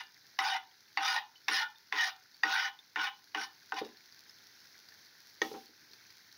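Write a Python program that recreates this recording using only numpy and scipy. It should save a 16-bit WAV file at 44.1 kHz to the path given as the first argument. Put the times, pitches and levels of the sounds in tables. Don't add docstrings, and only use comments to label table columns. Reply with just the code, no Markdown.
import sys
import numpy as np
from scipy import signal
from scipy.fft import rfft
from scipy.io import wavfile
from scipy.ndimage import uniform_filter1d, map_coordinates

SR = 44100
rng = np.random.default_rng(int(sys.argv[2]) if len(sys.argv) > 2 else 0)


def file_out(sig):
    cols = np.atleast_2d(sig).T
    lim = np.clip(cols, -1, 1)
    pcm = np.round(lim * 32767).astype(np.int16)
    wavfile.write(sys.argv[1], SR, pcm)


N = 280917

# (start [s], length [s], board rasp [dB], blade singing [dB],
# edge hiss [dB], edge whistle [dB], edge squeak [dB], ring of the freed blade [dB],
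# hesitation at the start relative to the slowing at the end [ratio], fastest point [share of the length],
# pitch favoured by the contact point at the start [Hz], at the end [Hz])
STROKES = [(-0.1, 0.11, -41.5, -35, -39, -42, -51, -49, 1.3, 0.32, 1685, 1800),
           (0.386, 0.18, -31.5, -30.5, -33.5, -35, -52, -50, 1.73, 0.52, 1490, 2000),
           (0.9696, 0.21, -30.5, -29, -29.5, -37.5, -40, -38, 1.66, 0.62, 1660, 1740),
           (1.479, 0.15, -36.5, -27.5, -30, -37, -38, -34, 1.44, 0.41, 1960, 1730),
           (1.92, 0.17, -35.5, -31, -30.5, -37, -45, -45, 1.5, 0.66, 1890, 1840),
           (2.43, 0.25, -33.5, -29.5, -33.5, -44.5, -48.5, -38.5, 1.17, 0.52, 1540, 1740),
           (2.958, 0.12, -33, -29.5, -36.5, -48, -55, -47, 1.3, 0.76, 1570, 1670),
           (3.341, 0.1, -37.5, -37.5, -40, -45, -52, -50, 1.13, 0.97, 1500, 1420),
           (3.756, 0.037, -37, -39, -40, -52, -54, -47, 0.95, 1, 1580, 1870)]
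# (pitch [Hz], relative level [dB], t60 [s])
BOARD_MODES = [(233, 0, 0.2), (310.9, 2, 0.25), (439, -4, 0.046), (438, 4, 0.022), (450.5, -4.5, 0.15),
               (753, -6.5, 0.23), (788, 3, 0.15), (841.6, -6.5, 0.14), (895, -2.5, 0.16), (1013, 0, 0.09),
               (1080, -13, 0.14), (1257, -3, 0.12)]
# (pitch [Hz], relative level [dB], t60 [s])
BLADE_MODES = [(1460, 0, 0.1), (1535, -8, 0.054), (1846, -8, 0.06), (1811, -0.5, 0.067), (1840, 0, 0.02),
               (2050, -7, 0.1), (2323, -4.5, 0.046), (2375, -12, 0.031), (2908, -3, 0.06)]
# (pitch [Hz], relative level [dB], t60 [s])
EDGE_MODES = [(3610, 0.5, 0.019), (3900, -6, 0.029), (4170, -7, 0.014), (4864, -6, 0.06), (5230, -8, 0.014),
              (5590, -2, 0.022)]
# (pitch [Hz], relative level [dB], t60 [s])
SQUEAK_MODES = [(10400, -3, 0.014), (10800, -1, 0.024), (11440, -6, 0.013)]
# (frequency [Hz], relative level [dB])
RASP_SPECTRUM = [(100, -67), (300, -19.5), (560, -29), (760, 1), (1050, 4), (1330, -17), (2000, -2),
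                 (8000, -44)]
# (frequency [Hz], relative level [dB])
GRIT_SPECTRUM = [(800, -44.5), (1330, -9), (1490, 8.5), (1670, -0.5), (1860, -4), (2150, -3), (2380, 1.5),
                 (2620, -14.5), (2950, 0), (3250, -4), (5000, -31.5), (8000, -55)]
# (frequency [Hz], relative level [dB])
HISS_SPECTRUM = [(800, -34), (2000, -23), (2600, 0), (2950, 10.5), (3250, 2), (3650, 7), (3900, 7.5),
                 (4180, 7.5), (4800, 8), (5700, 7), (6130, 2.5), (6500, 3.5), (7200, -4), (9200, -5.5),
                 (10900, -7), (12500, -9), (15500, 0)]
SLOW_BOARD_DB, SLOW_BLADE_DB, SLOW_HISS_DB, SLOW_WHISTLE_DB = 0.5, -4.5, -10.5, -17.5
BITE_S, LIFT_S = 0.0085, 0.022
CATCH_DB, CATCH_PER_S = 1.35, 45
SNAGS_PER_S, SNAG_DB = 260, -4
GLANCING_HZ = 650
WHISTLE_HZ, WHISTLE_RING_S = 9650, 0.042
BOARD_DRIFT_S, BLADE_DRIFT_S = 0.00131, 0.000805
CROWD_DB = -4.0


def scrapes():
    t, out = np.arange(N) / SR, np.zeros(N)
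    path = []
    for s, length, *_, from_hz, to_hz in STROKES:
        path += [(s, from_hz), (s + length, to_hz)]
    favoured_hz = np.interp(t, *np.transpose(path))

    slips = steady(grains(per_s=4000, spread_db=2.2) * amp(2.2 * wander(per_s=300)))
    light = butter(slips, 890, "highpass", order=3)
    snags = steady(grains(per_s=SNAGS_PER_S, spread_db=1.5))
    dense = crowd_of_modes(slips) + amp(SNAG_DB) * snags

    stiff = [(hz, db, 0.64 * t60) for hz, db, t60 in BOARD_MODES if hz > GLANCING_HZ]
    board_tones = drifting(rubbed(light, stiff, shift_db=3.5), BOARD_DRIFT_S)
    board = steady(board_tones + amp(CROWD_DB) * unit(through(dense, colour(RASP_SPECTRUM))))
    blade_tones = drifting(rubbed(light, BLADE_MODES, 1.9, favoured_hz), BLADE_DRIFT_S)
    blade = steady(blade_tones + amp(CROWD_DB) * unit(through(dense, colour(GRIT_SPECTRUM))))
    edge_tones = drifting(rubbed(light, EDGE_MODES, shift_db=5), BLADE_DRIFT_S)
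    hiss = steady(unit(through(dense, colour(HISS_SPECTRUM))) + amp(-4.5) * edge_tones)

    whistle = through(light, ring([(WHISTLE_HZ, 0, WHISTLE_RING_S)]))
    whistle = steady(through(whistle, ring([(WHISTLE_HZ, 0, WHISTLE_RING_S / 2)])))
    whistle = whistle * amp(5.5 * wander(per_s=40))
    squeak = steady(rubbed(butter(slips, 9000, "highpass", order=4), SQUEAK_MODES, shift_db=5))
    board, blade, hiss = (layer * amp(CATCH_DB * wander(per_s=CATCH_PER_S))
                          for layer in (board, blade, hiss))

    for (s, length, board_db, blade_db, hiss_db, whistle_db, squeak_db, _,
         hesitation, fastest, _, _) in STROKES:
        contact = np.interp(t - s, [0, BITE_S, length, length + LIFT_S], [0, 1, 1, 0])
        slow = np.interp(t - s, [0, fastest * length, length + LIFT_S], [-hesitation, 0, 1]) ** 2
        stroke = board * amp(board_db + SLOW_BOARD_DB * slow)
        stroke += blade * amp(blade_db + SLOW_BLADE_DB * slow)
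        stroke += hiss * amp(hiss_db + SLOW_HISS_DB * slow)
        thin = whistle * amp(whistle_db) + squeak * amp(squeak_db)
        stroke += thin * amp(SLOW_WHISTLE_DB * slow)
        out += contact * stroke
    return out


PRESSED_RING = 0.89


def rubbed(slips, modes, shift_db, favoured_hz=None):
    out = np.zeros(N)
    for k, (hz, level_db, t60) in enumerate(modes):
        db = shift_db * wander(per_s=22)
        if favoured_hz is not None:
            db = db + 8 * np.exp(-((hz - favoured_hz) / 170) ** 2)
        mode = ring([(hz, level_db, PRESSED_RING * t60)])
        out += through(slips * amp(db), (-1) ** k * mode)
    return unit(out)


def crowd_of_modes(slips):
    crowd = slips
    for _ in range(3):
        presence = np.maximum(wander(per_s=18) + 0.78, 0)
        crowd = crowd + presence * through(slips, scatter(t60=0.078))
    return steady(patchy(drifting(crowd, BLADE_DRIFT_S), hz_wide=230, lasting_s=.04, depth_db=3.3))


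def drifting(x, drift_s):
    n = np.arange(N)
    return np.interp(n + drift_s * SR * wander(per_s=11), n, x)


def patchy(x, hz_wide, lasting_s, depth_db):
    window, hop = 512, 128
    z = signal.stft(x, nperseg=window, noverlap=window - hop)[2]
    bins, frames = np.indices(z.shape)
    place = [bins * SR / window / hz_wide, frames * hop / SR / lasting_s]
    field = unit(map_coordinates(rng.standard_normal(z.shape), place, order=1, mode="nearest"))
    return signal.istft(z * amp(depth_db * field), nperseg=window, noverlap=window - hop)[1][:N]


# (middle [s], length [s], level [dB], pitch [Hz])
CHATTERS = [(.468, 0.073, -29, 831), (0.488, 0.039, -38.5, 4540), (0.561, 0.056, -33.5, 2030),
            (0.529, .08, -35, 2943), (0.56, .04, -33, 964), (1.058, 0.072, -35.5, 3610),
            (1.085, 0.065, -34, 2445), (1.089, 0.035, -27, 1830), (1.114, 0.059, -44, 5510),
            (1.168, 0.046, -28, 833), (1.171, 0.036, -27.5, 1861), (1.56, 0.12, -28, 1838),
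            (1.621, 0.048, -29.5, 880.5), (1.636, 0.058, -29, 1457), (2.018, 0.12, -22, 1857),
            (2.001, 0.041, -31, 2956), (2.548, .04, -22.5, 1538), (2.585, 0.055, -25.5, 1470),
            (2.545, 0.061, -37, 3750), (2.659, 0.037, -27.5, 1830), (3.015, 0.081, -35, 1500),
            (3.065, 0.027, -42, 3610), (3.388, 0.028, -30, 1505), (3.782, .03, -34.5, 792)]


def chatters():
    out = np.zeros(N)
    t = np.arange(SR // 4) / SR
    for s, length, db, hz in CHATTERS:
        jitter = unit(uniform_filter1d(rng.standard_normal(len(t)), size=130))
        rough = amp(0.66 * unit(uniform_filter1d(rng.standard_normal(len(t)), size=130)))
        pitch_hz = hz + 1.42 * np.sqrt(hz) * jitter
        note = unit(rough * np.sin(2 * np.pi * np.cumsum(pitch_hz) / SR))
        swell = np.sin(np.pi * np.minimum(t / length, 1))
        add(out, s - length / 2, amp(db) * note * swell)
    return out


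# (time [s], crack [dB], treble shelf [dB], blade pitch [Hz],
# blade note [dB], its t60 [s], second note [Hz], second note [dB], board clack [dB], push into the board [dB])
LANDINGS = [(0.3898, 4, 8, 1965, -17.5, 0.046, 2894, -22, -20, -18.5),
            (0.9736, 4.5, -3.5, 1870, -27, 0.028, 4500, -25.5, -22, -18),
            (1.4835, 6.5, 6, 1820, -16.5, 0.04, 3675, -20, -46, -9),
            (1.925, 2.5, 0, 1934, -8.5, 0.015, 3460, -26, -42, -13),
            (2.4348, 6, -1, 1905, -11, 0.076, 4730, -22.5, -21, -7),
            (2.9594, 0.5, -6, 1800, -17, 0.04, 1490, -17.5, -37, -12),
            (3.3479, 0.5, -1, 1827, -16.5, 0.024, 2870, -22, -28.5, -10),
            (3.722, -10, -3, 1507, -19, 0.032, 1810, -24.5, -20.5, -13)]
# (time [s], level [dB], treble shelf [dB])
SKIPS = [(0.4025, -6, 11), (1.179, -4, -1), (1.499, -8, 9), (2.033, -8, -5), (3.073, -19, 8),
         (3.743, -17, 22), (3.849, -18.5, 17), (3.889, -28, 12), (5.436, -25, -2), (5.451, -18, 6)]
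# (frequency [Hz], relative level [dB])
THUD_SPECTRUM = [(60, -4), (150, -10), (228, 0.5), (268, -7.5), (310, 2.5), (445, 7.5), (520, 3),
                 (620, -4.5), (800, -0.5), (1200, -1), (3000, -4), (8000, -39)]
TICK_DB, BLADE_RING_DB, EDGE_RING_DB = -32, -49, -58
NOTE_LAG_S, PUSH_LAG_S = .0006, 0.0092


def landings():
    out = np.zeros(N)
    clack = damped(butter(ring(BOARD_MODES), 830, "highpass", order=6), t60=0.15)
    tick = butter(signal.unit_impulse(256), 11000, "highpass", order=4)
    for (s, db, treble_db, hz, note_db, note_t60, second_hz, second_db,
         clack_db, push_db) in LANDINGS:
        note = ring([(hz, note_db, note_t60), (second_hz, second_db, .028)])
        board = ring([(f, level + 2 * rng.standard_normal(), t60) for f, level, t60 in BOARD_MODES])
        bend = unit(through(scatter(t60=0.23), colour(THUD_SPECTRUM)))
        bend += amp(2.0) * unit(board[:len(bend)])
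        bend = butter(butter(bend, 490, "lowpass", order=4), 250, "highpass", order=8)
        add(out, s, amp(db) * crack(treble_db))
        add(out, s, amp(db + TICK_DB) * tick)
        add(out, s + NOTE_LAG_S, butter(note, 1150, "highpass"))
        add(out, s, amp(clack_db) * clack / abs(clack).max())
        add(out, s, amp(db + BLADE_RING_DB) * damped(ring(BLADE_MODES), t60=0.17))
        add(out, s, amp(db + treble_db + EDGE_RING_DB) * ring(EDGE_MODES))
        add(out, s + PUSH_LAG_S, amp(push_db) * bend / np.linalg.norm(bend))
    for s, db, treble_db in SKIPS:
        add(out, s, amp(db) * crack(treble_db))
    return out


# (frequency [Hz], relative level [dB])
TICK_SPECTRUM = [(150, -26.5), (600, -35), (790, 4), (1000, 5.5), (1200, 10), (1370, -19), (1500, -6),
                 (1700, 9), (1880, 14.5), (2050, 14), (2190, 11.5), (2380, 2.5), (2900, 2), (3100, -14),
                 (3550, -0.5), (3850, 1), (4150, -13.5), (4900, -7.5), (5700, -6.5), (6150, -15),
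                 (8000, -13), (15500, -17.5)]
BOUNCE_S, BOUNCE_DB = 0.0011, -8.5


def crack(treble_db):
    contacts = scatter(t60=0.084)
    contacts[0] = .9
    add(contacts, BOUNCE_S, amp([BOUNCE_DB]))
    sound = through(contacts, colour(TICK_SPECTRUM, treble_db=treble_db))
    return sound / np.linalg.norm(sound)


# (pitch [Hz], relative level [dB], t60 [s])
FREE_BLADE_MODES = [(1410, -7, 0.39), (1510, -12, 0.17), (1770, 8, 0.25), (2420, -7, 0.34), (2870, 3, 0.2),
                    (2980, -21, .18)]


def lift_offs():
    out = np.zeros(N)
    for s, length, _, _, _, _, ring_db, *_ in STROKES:
        modes = [(hz * (1 + 0.0117 * rng.standard_normal()), db + 2 * rng.standard_normal(), t60)
                 for hz, db, t60 in FREE_BLADE_MODES]
        note = ring(modes)
        fade_in = np.minimum(np.arange(len(note)) / SR / LIFT_S, 1)
        add(out, s + length - LIFT_S, amp(ring_db) * note * fade_in)
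    return out


# (pitch [Hz], relative level [dB], t60 [s])
POT_MODES = [(780, -2.5, 0.16), (920, -18, 0.22), (1470, -9, 0.22), (1760, -5, 0.12)]


def pot(x):
    response = butter(ring(POT_MODES), 550, "highpass")
    return amp(-1.0) * through(x, response / abs(rfft(response)).max())


# (pitch [Hz], relative level [dB], t60 [s])
PRESSED_MODES = [(456, -0.5, 0.04), (940, -3.5, 0.011), (1050, -29, 0.03), (1287, -15, 0.088),
                 (1885, -13, 0.048), (1843, -5, 0.063), (2280, -20, 0.1), (2940, -15.5, 0.042),
                 (3410, -12, 0.034), (4100, -30, 0.045), (5430, -25, 0.03), (6320, -9, 0.017)]
CLAP_S, CLAP_DB = 5.4175, -14
SETTLE_S, SETTLE_DB, SETTLE_HZ = 0.00266, -18.5, 1875


def clap():
    out = np.zeros(N)
    slap = through(scatter(t60=0.066), colour(TICK_SPECTRUM, treble_db=12))
    clack = sum((-1) ** (k // 2) * ring([mode]) for k, mode in enumerate(PRESSED_MODES))
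    add(out, CLAP_S, amp(CLAP_DB) * clack)
    add(out, CLAP_S + SETTLE_S, amp(SETTLE_DB) * ring([(SETTLE_HZ, 0, .028)]))
    add(out, CLAP_S, amp(CLAP_DB + 5.5) * slap / np.linalg.norm(slap))
    add(out, CLAP_S, amp(CLAP_DB + 11.0) * butter(scatter(t60=0.94), 3300, "highpass"))
    add(out, CLAP_S, amp(CLAP_DB - 32) * ring(EDGE_MODES))
    return butter(out, 227, "highpass", order=3)


# (time [s], level [dB], dullness corner [Hz], t60 of the thud [s], ring of the pot [dB])
BUMPS = [(3.815, 0, 625, 0.16, -41), (3.885, -20, 500, 0.15, -58), (5.418, -0.5, 1100, 0.1, -32),
         (5.450, -6, 800, 0.088, -37), (5.515, -7, 650, 0.055, -37), (5.539, -9, 1200, 0.13, -42),
         (5.549, -9.5, 1100, 0.12, -34), (5.566, -21, 900, 0.1, -40), (5.612, -24.5, 300, 0.14, -65),
         (5.69, -28, 330, 0.25, -83), (5.82, -34, 140, 0.25, -83), (5.910, -31.5, 180, 0.25, -84)]
REBOUND_S, REBOUND_DB = .016, -16


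def bumps():
    out = np.zeros(N)
    for s, db, corner_hz, t60, pot_db in BUMPS:
        add(out, s, amp(pot_db) * damped(ring(POT_MODES[:1]), t60=0.97))
        board = damped(ring(BOARD_MODES), t60=2 * t60)
        for k in range(3):
            thud = through(scatter(t60), colour(THUD_SPECTRUM))
            knock = butter(board, 216, "highpass") / np.linalg.norm(board)
            add(knock, 0, amp(7.5) * thud / np.linalg.norm(thud))
            add(knock, 0, amp(-18.5) * ring([(453, 1.5, 0.056), (315, -4, 0.064)]))
            knock = butter(butter(knock, corner_hz, "lowpass"), 84, "highpass")
            knock = knock / np.linalg.norm(knock)
            lag_s = k * REBOUND_S * rng.uniform(0.613, 1.1)
            add(out, s + lag_s, amp(db + k * REBOUND_DB) * knock)
    return out


# (frequency [Hz], relative level [dB])
SIZZLE_SPECTRUM = [(25, -33), (55, -12), (100, 12), (200, -1), (370, -4), (600, -11.5), (850, -7),
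                   (1200, -10.5), (1530, -1.5), (2050, -5), (2900, -14.5), (4300, -3.5), (8000, -9),
                   (15500, -5)]
# (time [s], level of the tone [dB], pitch [Hz], t60 of the tone [s])
POPS = [(0.713, -49, 3250, 0.014), (1.357, -46, 3010, 0.092), (1.446, -48, 5360, 0.035),
        (1.757, -47.5, 3620, 0.073), (2.344, -43.5, 4500, 0.039), (2.79, -39, 3570, 0.052),
        (3.971, -44.5, 4230, 0.013), (4.124, -43, 4770, .012), (4.295, -41, 5140, 0.028),
        (4.854, -47, 4370, .012), (4.887, -41, 4780, 0.014), (4.921, -45, 1770, 0.032),
        (5.934, -37, 4500, 0.0049), (6.104, -40.5, 4720, 0.0062)]
SIZZLE_DB = -52


def sizzle():
    fizz = unit(rng.standard_normal(N) * amp(.5 * wander(per_s=21)))
    bubbles = np.zeros(N)
    for hz in np.geomspace(1450, 6200, 14):
        bubble = butter(ring([(hz, 0, .012)]), 920, "highpass")
        bubbles += through(grains(per_s=55, spread_db=2.5), bubble)
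    spits = butter(grains(per_s=500, spread_db=4.5), 3200, "highpass")
    wash = fizz + amp(-9.5) * unit(bubbles) + amp(-3.5) * spits
    out = amp(SIZZLE_DB) * unit(through(wash, colour(SIZZLE_SPECTRUM)))
    for s, db, hz, t60 in POPS:
        snap = through(scatter(t60=0.072), colour(SIZZLE_SPECTRUM))
        add(out, s, amp(db) * ring([(hz, 0, t60)]))
        add(out, s, amp(db + 15.5) * snap / np.linalg.norm(snap))
    return out


# (frequency [Hz], t60 [s])
ROOM_T60 = [(150, 0.2949), (400, 0.0837), (900, 0.35), (1700, 0.1355), (3500, 0.2362), (6000, 0.07),
            (15000, 0.21)]
# (frequency [Hz], relative level [dB])
ROOM_SPECTRUM = [(300, 1), (800, -11), (1600, -8), (3000, -8), (8000, -2.5)]


def kitchen(x):
    hz, t, z = signal.stft(rng.standard_normal(SR // 2), SR, nperseg=256)
    decay = np.exp(-np.log(1000) * t / read(ROOM_T60, hz)[:, None])
    tail = signal.istft(z * decay, SR, nperseg=256)[1]
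    tail *= np.clip((np.arange(len(tail)) / SR - .003) / 0.0054, 0, 1)
    return through(x, through(tail / np.linalg.norm(tail), colour(ROOM_SPECTRUM)))


def amp(db):
    return 10 ** (np.asarray(db) / 20)


def unit(x):
    return x / np.sqrt(np.mean(x ** 2) + 1e-20)


def steady(x):
    return x / np.sqrt(abs(uniform_filter1d(x ** 2, size=1500)) + 1e-12)


def damped(x, t60):
    return x * np.exp(-np.log(1000) * np.arange(len(x)) / SR / t60)


def read(points, hz):
    f, value = np.transpose(points)
    return np.interp(np.log(hz + 1), np.log(f), value)


def add(mix, s, sound):
    part = mix[max(round(s * SR), 0):][:len(sound)]
    part += sound[:len(part)]


def through(x, response):
    return signal.oaconvolve(x, response)[:len(x)]


def butter(x, hz, kind, order=2):
    return signal.sosfilt(signal.butter(order, min(hz, SR / 2 - 1), kind, fs=SR, output="sos"), x)


def colour(points, treble_db=0):
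    hz = abs(np.fft.fftfreq(4096, 1 / SR))
    shelf_db = treble_db * read([(2000, 0), (4200, 1)], hz)
    log_gain = np.log(amp(read(points, hz) + shelf_db))
    return np.fft.ifft(np.exp(np.conj(signal.hilbert(log_gain)))).real[:len(hz) // 2]


def ring(modes):
    t = np.arange(SR // 2) / SR
    return sum(amp(db) * np.exp(-np.log(1000) * t / t60) * np.sin(2 * np.pi * hz * t)
               for hz, db, t60 in modes)


def scatter(t60):
    t = np.arange(SR // 4) / SR
    burst = rng.choice([-1., 1.], len(t)) * np.exp(-np.log(1000) * t / t60)
    return burst / np.linalg.norm(burst)


def grains(per_s, spread_db):
    size = amp(spread_db * np.minimum(rng.exponential(1, N), 4))
    return unit(size * rng.standard_normal(N) * (rng.random(N) < per_s / SR))


def wander(per_s):
    knots = rng.standard_normal(N)
    return unit(np.interp(np.arange(N) * per_s / SR, np.arange(N), knots))


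def scene():
    knife = scrapes() + chatters() + landings() + lift_offs()
    work = knife + pot(knife) + clap() + bumps()
    return (work + amp(-1.5) * kitchen(work) + sizzle())[None]


LIMIT_DB, SQUEEZE = -46.5, 0.26
REACT_S, RECOVER_DB_PER_S = 0.12, 22
HELD_AT_START_DB = -32


def gain_control(x):
    power = butter(x ** 2, 1 / (2 * np.pi * REACT_S), "lowpass", order=1)
    power_db = 10 * np.log10(power + 1e-12)
    fall = RECOVER_DB_PER_S * np.arange(N) / SR
    held_db = np.maximum.accumulate(np.maximum(power_db + fall, HELD_AT_START_DB)) - fall
    return x * amp(-SQUEEZE * np.maximum(held_db - LIMIT_DB, 0))


# (frequency [Hz], level [dB])
MIC_SPECTRUM = [(35, -18.5), (100, -20.5), (200, -11), (300, -7), (5600, -1.5), (6300, -5), (7000, -15),
                (8000, -25.5), (9200, -23), (10700, -15), (13500, -16), (14700, -12), (15600, -9.5)]
CUT_HZ = 15750


def record(dry):
    heard = gain_control(through(dry[0], colour(MIC_SPECTRUM)))
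    band_limit = signal.firwin(511, CUT_HZ, window=("kaiser", 9), fs=SR)
    return signal.oaconvolve(heard, band_limit, "same")[None]


dry = scene()
out = record(dry)
file_out(out)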